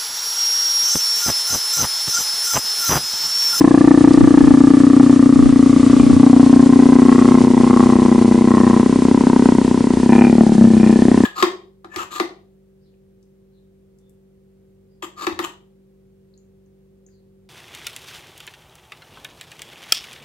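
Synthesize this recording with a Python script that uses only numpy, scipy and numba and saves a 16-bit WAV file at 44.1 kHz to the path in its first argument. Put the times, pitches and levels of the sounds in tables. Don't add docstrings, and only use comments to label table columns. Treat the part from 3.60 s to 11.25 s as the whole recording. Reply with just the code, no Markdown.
import sys
import numpy as np
from scipy import signal
from scipy.fft import rfft, irfft
from scipy.io import wavfile
from scipy.ndimage import uniform_filter1d
from numba import njit

SR = 44100
rng = np.random.default_rng(int(sys.argv[2]) if len(sys.argv) > 2 else 0)


def to_linear_factor(level_db):
    exponent = np.asarray(level_db, float) / 20
    return 10 ** exponent


def output_pcm(signal):
    pcm = np.clip(np.atleast_2d(signal).T, -1, 1) * 32767
    wavfile.write(sys.argv[1], SR, np.round(pcm).astype(np.int16))


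N = 337365


def rows(table):
    s, *columns = np.transpose(table)
    return [np.interp(np.arange(N) / SR, s, c) for c in columns]


def unit(x):
    return x / np.sqrt(np.mean(x ** 2))


@njit
def svf(x, hz, width):
    y, b, l = np.empty((2, len(x))), 0., 0.
    for i in range(len(x)):
        g, k = np.tan(np.pi * hz[i] / SR), width[i] / hz[i]
        v = (b + g * (x[i] - l)) / (1 + g * (g + k))
        y[0, i], y[1, i] = k * (l + g * v), k * v
        b, l = 2 * v - b, l + 2 * g * v
    return y


def band(x, hz, width):
    return svf(x + 1e-18, hz + np.zeros(N), width + np.zeros(N))[1]


def two_bands(x, hz, width, outer_width):
    return unit(band(band(x, hz, width), hz, outer_width))


def high_pass(x, hz):
    return signal.sosfilt(signal.butter(2, hz, "high", fs=SR, output="sos"), x)


def soft(x, hz):
    return signal.sosfilt(signal.butter(4, hz, fs=SR, output="sos"), x)


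def clicks(s, size):
    at = np.clip(s * SR, 0, N - 2)
    i, part = at.astype(int), at % 1
    return np.bincount(i, size * (1 - part), N) + np.bincount(i + 1, size * part, N)


def walk(rate):
    k = int(SR / rate)
    steps = np.repeat(rng.standard_normal(N // k + 1), k)
    return uniform_filter1d(uniform_filter1d(steps, k), k)[:N]


def swells(events, rise, fall):
    t = np.arange(N) / SR
    total = np.zeros(N)
    for s, hold, db in events:
        end = s + rise + hold + fall
        total += db * np.clip(np.minimum((t - s) / rise, (end - t) / fall), 0, 1)
    return total


# (frequency [Hz], level [dB per Hz])
LEAF_COLOUR = [(60, 3.5), (300, 5.5), (900, -11), (2000, -17), (3500, -18), (6000, -19), (9000, -20),
               (11000, -24.5)]
# (frequency [Hz], correlation [0-1])
LEAF_LIKENESS = [(100, 0.93), (2000, .8), (4500, 0.93), (9000, 0.26)]
# (time [s], hold [s], level [dB])
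LEAF_STIRS = [
    (2.05, 0.21, 2.5),
    (3.45, 0.045, 3),
    (3.95, 0.023, 1.5),
    (6.85, 0.059, -1),
]


def leaves():
    f = np.log(np.arange(N // 2 + 1) * SR / N + 1)
    hz, db = np.transpose(LEAF_COLOUR)
    gain = to_linear_factor(np.interp(f, np.log(hz), db))
    hz, likeness = np.transpose(LEAF_LIKENESS)
    like = np.clip(np.interp(f, np.log(hz), likeness), 0, 1)
    noise = rfft(rng.standard_normal((2, N)))
    mid, side = irfft(noise * gain * np.sqrt([1 + like, 1 - like]), N)
    flutter_db = 0.26 * walk(16) + 1.27 * walk(70)
    level_db = -16.5 + swells(LEAF_STIRS, rise=0.2, fall=.2) + flutter_db
    return to_linear_factor(level_db) * np.array([mid + side, mid - side])


# (time [s], hold [s], level over calm [dB])
GUSTS = [
    (.5, 0.024, 22),
    (.72, .06, 21.5),
    (1.68, 0.095, 23),
    (2.28, 0.17, 19),
    (2.8, 0.014, 9.5),
    (3.75, .15, 8),
]


def wind_thumps():
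    return to_linear_factor(4 * walk(25)) * unit(band(band(rng.standard_normal(N), 70., 120.), 80., 200.))


def wind():
    mid, side = wind_thumps(), wind_thumps()
    level_db = -42 + swells(GUSTS, rise=0.11, fall=.12)
    return to_linear_factor(level_db) * np.array([side + .5 * mid, .5 * mid - side])


# (time [s], peak level [dB], frequency [Hz])
TICKS = [
    (0.5336, -24.5, 4780),
    (4.17, -31.5, 4760),
    (6.834, -36, 2300),
]


def ticks():
    out = np.zeros(N)
    for s, db, hz in TICKS:
        age = np.maximum(np.arange(N) / SR - s, 0)
        fade = (age > 0) * np.exp(-age / 0.0044)
        out += to_linear_factor(db) * fade * unit(band(rng.standard_normal(N), hz, 4000.))
    return out


# (time [s], rate [slaps per s])
BEAT = [(0, 34.329), (.017, 30.028), (.85, 30.149), (1.474, 30.829), (2.089, 29.303), (2.421, 30.02),
        (3.648, 30.892), (3.752, 31.524), (3.956, 30.488), (4.351, 31.528), (4.685, 30.217), (4.94, 31.498),
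        (5.183, 30.47), (5.507, 32.489), (6.289, 30.784), (6.791, 36.298), (7.165, 30.983), (7.65, 33.089)]
# (time [s], slap level [dB], rebound level over slap [dB])
FOLDS = [(0, 1.5, -3), (.5, 1, -4.5), (1.4, -0.7, -6.5), (2.4, -2, -9.5), (2.65, 1, -7.5),
         (3.6, -0.04, -2.5), (5.18, 2, -4.5), (5.3, 0, -26), (5.8, 2.5, -20), (6.42, -0.8, -21.5),
         (6.5, 3.5, -4), (6.65, 1, -3), (6.73, 2.5, -18), (6.9, 0.5, -30), (7.0, 3, -4.5), (7.1, -0.5, -6),
         (7.3, 3, -5), (7.42, 3, -12.5)]
# (time [s], hold [s], looseness [0-1])
STUMBLES = [
    (.7, .25, .7),
    (1.75, .03, .7),
    (1.95, .03, .5),
]


def fold_slaps(lag_ms):
    rate, = rows(BEAT)
    slap_db, rebound_db = rows(FOLDS)
    cycles = np.cumsum(rate) / SR - .3126
    k = np.arange(int(cycles[-1]) + 1)
    i = np.searchsorted(cycles, k)
    chance = rng.standard_normal((len(k), 5)).T
    loose = np.clip((-8 - rebound_db) / 5, 0, 1)
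    scatter_ms = .8 * (loose + swells(STUMBLES, rise=.04, fall=.04))
    limp_ms = -.6 * loose[i] * (-1.) ** k
    shift_ms = limp_ms + .12 * chance[0] + scatter_ms[i] * chance[4]
    slap_s = i / SR - .0009 + 1e-3 * shift_ms
    rebound_s = slap_s + 1e-3 * (lag_ms[i] + .1 * chance[2])
    size = to_linear_factor(slap_db[i] + (.9 + .9 * loose[i]) * chance[1])
    share = to_linear_factor(rebound_db[i] + .7 * chance[3])
    return slap_s, rebound_s, size, share


def throat_ring(push, slap_s, throat_hz, width_hz, lag_ms):
    t = np.arange(N) / SR
    last_slap = np.maximum(np.searchsorted(slap_s, t + .002) - 1, 0)
    age_ms = 1e3 * (t - slap_s[last_slap])
    parted = np.clip((age_ms - lag_ms - 2) / 3, 0, 1)
    open_width_hz = 72 - .75 * np.clip(265 - throat_hz, 0, 50)
    damping_hz = width_hz + (open_width_hz - width_hz) * parted
    low, mid = svf(push + 1e-18, throat_hz, damping_hz) * SR / (2 * np.pi * damping_hz)
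    ring = high_pass(low + 0.27 * mid, 85)
    slack = np.clip((width_hz - 7) / 18, 0, 1)
    nose = svf(push + 1e-18, 1.502 * throat_hz, 80 + 0 * t)[0] * SR / (2 * np.pi * 80)
    ring = ring + (0.36 * slack - .05) * band(nose, 350.0, 280.0)
    chest = unit(band(band(push, 120.0, 53.0), 73.0, 120.0))
    ring = ring + (.05 - 0.074 * slack) * chest
    return ring - 0.51 * slack * band(ring, 120.5, 92.0)


# (time [s], second resonance [Hz], third resonance [Hz], opening level [dB])
MOUTH = [(0, 1040, 1690, -30), (.25, 1196, 1750, -33), (1.2, 1183, 1717, -29.5), (2.41, 1165, 1970, -28.5),
         (2.8, 1067, 1950, -30.5), (3.32, 1010, 1935, -27.5), (3.6, 1118, 1950, -28),
         (3.92, 977, 1980, -30.5), (4.15, 1107, 1960, -27), (4.43, 1048, 1950, -29),
         (4.77, 1016, 1970, -34), (4.9, 1058, 1890, -27.5), (5.3, 1030, 1880, -27.5), (5.7, 958, 1915, -24),
         (6.56, 980, 1816, -29), (6.88, 962, 1760, -45), (7.18, 1054, 1775, -43), (7.55, 993, 1700, -28.5)]
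# (frequency [Hz], width [Hz], level over second resonance [dB])
SIDE_MODES = [
    (458, 18, -22.5),
    (1267, 87, -15),
]
# (time [s], hold [s], level [dB])
PUFFED = [
    (.05, 0.065, 5.5),
    (2.65, .1, 9.5),
    (3.9, 0.42, 5),
    (4.9, 0.19, 3),
    (5.6, 0.26, -16),
    (6.48, 0.22, 6.5),
    (6.75, 0.11, 4.5),
    (7.4, .3, -2),
]
# (time [s], hold [s], level [dB])
SNARLS = [
    (2.33, 0.017, 18),
    (6.46, 0.14, 19.5),
    (7.12, 0.065, 14),
    (7.3, .3, 4.5),
]


def mouth_resonances(bright):
    second_hz, third_hz, second_db = rows(MOUTH)
    upper = two_bands(bright, second_hz, 110.0, 440.0)
    for hz, width, db in SIDE_MODES:
        upper = upper + to_linear_factor(db) * two_bands(bright, hz, width, 3 * width)
    upper = to_linear_factor(second_db + 0.5) * upper
    third_db = -38 - 0.0281 * (third_hz - 1750) + 0.37 * (second_db + 33) + 1.2 * walk(8.3)
    third_hz = third_hz * (1 + 0.036 * walk(12))
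    upper = upper + to_linear_factor(third_db) * two_bands(bright, third_hz, 120.0, 340.0)
    cheek_db = -39 - 0.28 * (second_db + 30.5) + swells(PUFFED, rise=0.051, fall=0.24)
    cheek_hz = 791 * (1 + .03 * walk(4))
    upper = upper - to_linear_factor(cheek_db) * two_bands(bright, cheek_hz, 160.0, 350.0)
    lips_db = -54 + swells(SNARLS, rise=.07, fall=0.13)
    lips = two_bands(bright, 2400., 130.0, 300.) + .9 * two_bands(bright, 1450., 700., 900.)
    return upper + to_linear_factor(lips_db) * lips


# (time [s], frequency [Hz], width while the folds are shut [Hz], rebound lag [ms])
THROAT = [(0, 278, 12, 5.9), (.2, 276, 8, 5.95), (.72, 279, 8, 6.05), (1.0, 263, 8, 7.0),
          (1.08, 272, 8, 6.6), (1.4, 267, 8, 7.3), (2.7, 256, 8, 7), (3.4, 262, 22, 8.1),
          (4.4, 248, 47, 8.9), (5.18, 246, 50, 9.2), (5.3, 255, 45, 9.5), (6.3, 250, 46, 9.5),
          (6.6, 245, 38, 8.7), (6.75, 238, 38, 9.7), (6.9, 219, 35, 9.7), (7.03, 219, 15, 8.7),
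          (7.25, 226, 42, 9.35), (7.5, 252, 47, 9.5)]


def growl():
    throat_hz, width_hz, lag_ms = rows(THROAT)
    slap_s, rebound_s, size, share = fold_slaps(lag_ms)
    slaps = clicks(slap_s, size)
    swell = uniform_filter1d(clicks(slap_s - .0012, size), size=70)
    push = soft(0.15 * swell - slaps - clicks(rebound_s, size * share), 570.0)
    ring = throat_ring(push, slap_s, throat_hz, width_hz, lag_ms)
    blows = slaps + clicks(rebound_s, 3.5 * size * share ** 2)
    puffs = signal.lfilter([1], [1, -np.exp(-1 / (.005 * SR))], blows) * rng.standard_normal(N)
    bright = soft(unit(-blows) + .35 * unit(puffs) + .15 * rng.standard_normal(N), 3200.)
    bright = np.roll(bright, -30)
    return ring, mouth_resonances(bright)


def cage_echo(x):
    t = np.arange(int(.12 * SR)) / SR
    fade = np.exp(-np.log(1000) * t / 0.11) * (t > .002)
    echo = rng.standard_normal((2, len(t))) * fade
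    return signal.fftconvolve(high_pass(x, 450)[None], echo, axes=1)[:, :N]


def scene():
    ring, upper = growl()
    wet = cage_echo(ring + 0.94 * upper)
    cat = ring * to_linear_factor(np.array([[1.25], [-1.25]])) + upper * to_linear_factor(np.array([[.2], [-.2]]))
    return cat + to_linear_factor(-35.5) * wet + leaves() + wind() + ticks()


def roll_off(x):
    return signal.sosfilt(signal.butter(12, 10350, fs=SR, output="sos"), x)


def record(dry):
    x = high_pass(dry, 45)
    x = x / (1 + np.abs(x / 1.2) ** 5) ** (1 / 5)
    x = signal.sosfilt(signal.ellip(10, .2, 60, 10350, fs=SR, output="sos"), x)
    mix = x - .005
    return roll_off(mix)


dry = scene()
out = record(dry)
output_pcm(out)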